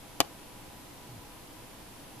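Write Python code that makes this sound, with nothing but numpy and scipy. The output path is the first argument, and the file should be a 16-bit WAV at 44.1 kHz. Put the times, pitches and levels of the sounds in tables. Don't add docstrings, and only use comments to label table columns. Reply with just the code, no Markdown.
import sys
import numpy as np
from scipy import signal
from scipy.fft import rfft, irfft, next_fast_len
from scipy.io import wavfile
from scipy.ndimage import map_coordinates

SR = 44100
rng = np.random.default_rng(int(sys.argv[2]) if len(sys.argv) > 2 else 0)


def materialize(psi):
    bounded = np.clip(np.atleast_2d(psi).T, -1, 1)
    quanta = np.round(bounded * 32767).astype(np.int16)
    wavfile.write(sys.argv[1], SR, quanta)


N = 97020
TOP_HZ = 14300


def amp(db):
    return 10 ** (np.asarray(db) / 20)


def unit(x):
    return x / np.sqrt(np.mean(x ** 2, axis=-1, keepdims=True) + 1e-20)


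def along(points, hz):
    knots_hz, values = np.transpose(points)
    return np.interp(np.log(hz + 1), np.log(knots_hz + 1), values)


def pan(db):
    return amp([[db / 2], [-db / 2]])


def fade(t, t60_s):
    return np.exp(-np.log(1000) * t / t60_s)


def filtered(x, response):
    size = x.shape[-1]
    padded = next_fast_len(2 * size)
    return irfft(rfft(x, padded) * response(np.fft.rfftfreq(padded, 1 / SR)), padded)[..., :size]


def noise(colour, size):
    return unit(filtered(rng.standard_normal((2, size)), lambda hz: amp(along(colour, hz))))


def wobble(knots_per_s):
    return map_coordinates(rng.standard_normal(128), [np.arange(N) * knots_per_s / SR], mode="mirror")


def narrow_noise(hz, knots_per_s):
    phase = 2 * np.pi * hz * np.arange(N) / SR
    return unit(wobble(knots_per_s) * np.sin(phase) + wobble(knots_per_s) * np.cos(phase))


# (frequency [Hz], relative density [dB])
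NOISE_COLOUR = [(20, 0.3), (32, 2), (45, -4), (80, -3), (115, 0.8), (170, -3), (220, -2), (250, -3),
                (310, 0), (380, -6), (450, -7), (505, -6), (570, -8), (820, -7), (900, -7), (980, -6),
                (1100, -11), (1700, -14.5), (3000, -14.5), (4200, -17), (7000, -20), (14000, -20)]
# (frequency [Hz], correlation [0-1])
NOISE_CORRELATION = [(60, 0.8), (130, 0.78), (280, 0.64), (620, 0.42), (1350, 0.44), (2950, 0.25),
                     (6420, 0.034), (14000, 0.07)]


def room_noise(level_db=-48.5):
    def mid_side_gains(hz):
        angle = np.arccos(along(NOISE_CORRELATION, hz)) / 2
        return np.array([np.cos(angle), np.sin(angle)])

    mid, side = filtered(noise(NOISE_COLOUR, N), mid_side_gains)
    return amp(level_db) * unit(np.array([mid + side, mid - side]))


# (frequency [Hz], level [dB])
FAN_TONES = [(285, -69.5), (506, -70), (646, -72), (824, -68), (985, -68)]


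def fan():
    return sum(amp(db) * narrow_noise(hz, knots_per_s=22) for hz, db in FAN_TONES)


# (offset before rounding [ripple steps], mid-scene level [dB], drift [dB/s])
WHINE_LINES = [(-6, -90, 0), (-5.5, -78, 4), (-3, -82, -6), (-1, -71.5, -3), (0.5, -72, 1), (-2.5, -72, 1),
               (1.5, -72, 5.5), (2.5, -81, -7), (7.5, -77, 0), (9.5, -73.5, 0)]


def whine(centre_hz=10608, ripple_hz=100, noise_share=0.22, right_phase_rad=1.26):
    t, out = np.arange(N) / SR, np.zeros((2, N))
    for step, db, drift_db_per_s in WHINE_LINES:
        hz = centre_hz + round(step) * ripple_hz
        phase = 2 * np.pi * (hz * t + rng.random())
        steady = np.sqrt(2) * np.sin([phase, phase + right_phase_rad])
        waver = np.array([narrow_noise(hz, knots_per_s=8.8) for _ in range(2)])
        gain = amp(db + drift_db_per_s * (t - t.mean()))
        out += gain * unit(np.sqrt(1 - noise_share) * steady + np.sqrt(noise_share) * waver)
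    return out


LEAD_S = 0.002
CHANNEL_LAG_S = np.array([[0], [0.00008]])


def air_push(t, width_s=0.00041, suction=0.7, left_db=-4, right_db=-21):
    u = t / width_s
    return amp([[left_db], [right_db]]) * (1 - suction * u * u) * np.exp(-u * u / 2)


# (frequency [Hz], gain [dB], left minus right [dB])
CRACK_SPECTRUM = [(300, -24, 0), (1200, -8, -13), (1700, -8.5, -5), (2270, 10, 3), (2930, 13.5, 7),
                  (3750, 6, -4.5), (4940, 10.5, -8), (5600, 7.5, 14.5), (6600, 5.5, 15.5), (8000, 7, 3),
                  (8600, 1, 9.5), (10300, 3.5, 2), (11860, 5.5, -5), (12900, -9, -12), (14200, -3, -6)]


def crack(size, spread_s=0.00118):
    hz = np.fft.rfftfreq(size, 1 / SR)
    points = np.array(CRACK_SPECTRUM)
    db, side_db = along(points[:, [0, 1]], hz), along(points[:, [0, 2]], hz)
    gain = amp([db + side_db / 2, db - side_db / 2])
    delay_s = LEAD_S + CHANNEL_LAG_S + spread_s * (1 - np.sqrt(np.minimum(hz / TOP_HZ, 1)))
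    phase = -2 * np.pi * np.cumsum(delay_s, axis=1) * hz[1]
    return irfft(gain * np.exp(1j * phase), size)


# (band centre [Hz], level [dB], t60 [s], left minus right [dB])
RING_BANDS = [(174, -42, .07, 3), (462, -38.5, 0.066, 9), (1320, -28.5, 0.013, 12),
              (2190, -29, 0.029, -7.5), (3580, -28, 0.038, 1.5), (5070, -34, 0.028, 11),
              (6860, -27.5, 0.021, -9), (9800, -33, 0.011, -6), (11900, -33.5, 0.027, -5),
              (13500, -38, .016, 0)]


def dense_ring(t, attack_s=0.00028):
    out = np.zeros(t.shape)
    centres_hz = [row[0] for row in RING_BANDS]
    for hz, db, t60_s, side_db in RING_BANDS:
        band = [(centres_hz[0] / 2, 0)] + [(centre, float(centre == hz)) for centre in centres_hz]
        envelope = amp(db) * fade(t, t60_s) * (1 - np.exp(-t / attack_s))
        grain = filtered(rng.standard_normal(t.shape), lambda f: along(band, f))
        out += pan(side_db) * unit(grain * envelope) * np.sqrt(np.mean(envelope ** 2))
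    return out


# (frequency [Hz], level [dB], t60 [s], left minus right [dB])
CHASSIS_MODES = [(109, -42, 0.042, 21), (308, -30, 0.03, 14), (509, -27, 0.039, 3), (691, -27, 0.027, -13),
                 (770, -21, 0.028, -6.5), (1095, -29, 0.039, -6), (1220, -28, 0.011, -11),
                 (1400, -47, 0.036, 5), (1660, -28, 0.022, -6)]
# (frequency [Hz], level [dB], t60 [s], left minus right [dB])
FRAME_MODES = [(2190, -32, .025, 10), (2338, -37.5, 0.06, 8), (2540, -35, 0.022, 2),
               (2830, -19.5, 0.024, 4), (2967, -20.5, .03, -6.5), (3500, -24, 0.014, 8),
               (4540, -42, 0.032, -1), (4804, -27, 0.023, 11), (5660, -35, 0.013, -4),
               (7200, -24.5, 0.012, 15), (6800, -45, 0.012, -10), (9220, -25.5, 0.015, -2),
               (11300, -36, .008, 0), (11920, -36, .014, -12)]


def metal_modes(t):
    return sum(amp(db) * pan(side_db) * np.cos(2 * np.pi * hz * t) * fade(t, t60_s)
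               for hz, db, t60_s, side_db in CHASSIS_MODES + FRAME_MODES)


def blow(attack_s=0.00008):
    size = SR // 10
    t = np.maximum(np.arange(size) / SR - LEAD_S - CHANNEL_LAG_S, 0)
    body = air_push(t) + metal_modes(t) + dense_ring(t)
    return body * (1 - np.exp(-t / attack_s)) + crack(size)


# (time [s], gain [dB], low-pass corner [Hz])
ARMATURE_CONTACTS = [(0.2039, 1, 15800), (0.2111, -8.5, 4500), (0.2138, -14, 2000), (0.2169, -17.5, 2000),
                     (0.248, -29, 2500)]


def relay():
    out, hit = np.zeros((2, N)), blow()
    for time_s, db, corner_hz in ARMATURE_CONTACTS:
        start = round((time_s - LEAD_S) * SR)
        dulled = filtered(hit, lambda hz: 1 / (1 + 1j * hz / corner_hz))
        out[:, start:start + hit.shape[1]] += amp(db) * dulled
    return out


# (frequency [Hz], relative level [dB])
REVERB_COLOUR = [(100, -2.5), (1000, -3), (3000, -10.5), (7000, -13), (14000, -15)]


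def reverb(x, gain_db=-24, t60_s=0.24):
    t = np.arange(SR // 2) / SR
    tail = noise(REVERB_COLOUR, len(t)) * fade(t, t60_s)
    tail /= np.linalg.norm(tail[0])
    return amp(gain_db) * signal.fftconvolve(x, tail, axes=1)[:, :N]


# (time [s], level [dB])
RUMBLE_ENVELOPE = [(1.06, -70), (1.093, -52.5), (1.135, -51), (1.185, -44), (1.215, -62)]
# (frequency [Hz], relative density [dB])
RUMBLE_SPECTRUM = [(40, -14), (90, 0), (125, 1), (200, -7.5), (400, -23), (1000, -45), (3000, -80)]


def rumble(start_hz=128, sag_hz_per_s=183, noise_share=0.27):
    t = np.arange(N) / SR
    times_s, db = np.transpose(RUMBLE_ENVELOPE)
    start_s, end_s = times_s[0], times_s[-1]
    hz = start_hz - sag_hz_per_s * (np.clip(t, start_s, end_s) - start_s)
    tone = np.sqrt(2) * np.sin(2 * np.pi * np.cumsum(hz) / SR)
    rough = noise(RUMBLE_SPECTRUM, N)[0]
    envelope = amp(np.interp(t, times_s, db)) * (t > start_s) * (t < end_s)
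    return envelope * (np.sqrt(1 - noise_share) * tone + np.sqrt(noise_share) * rough)


def scene():
    click = relay()
    return click + reverb(click) + room_noise() + fan() + whine() + rumble()


def record(dry):
    return filtered(dry, lambda hz: hz < TOP_HZ)


dry = scene()
out = record(dry)
materialize(out)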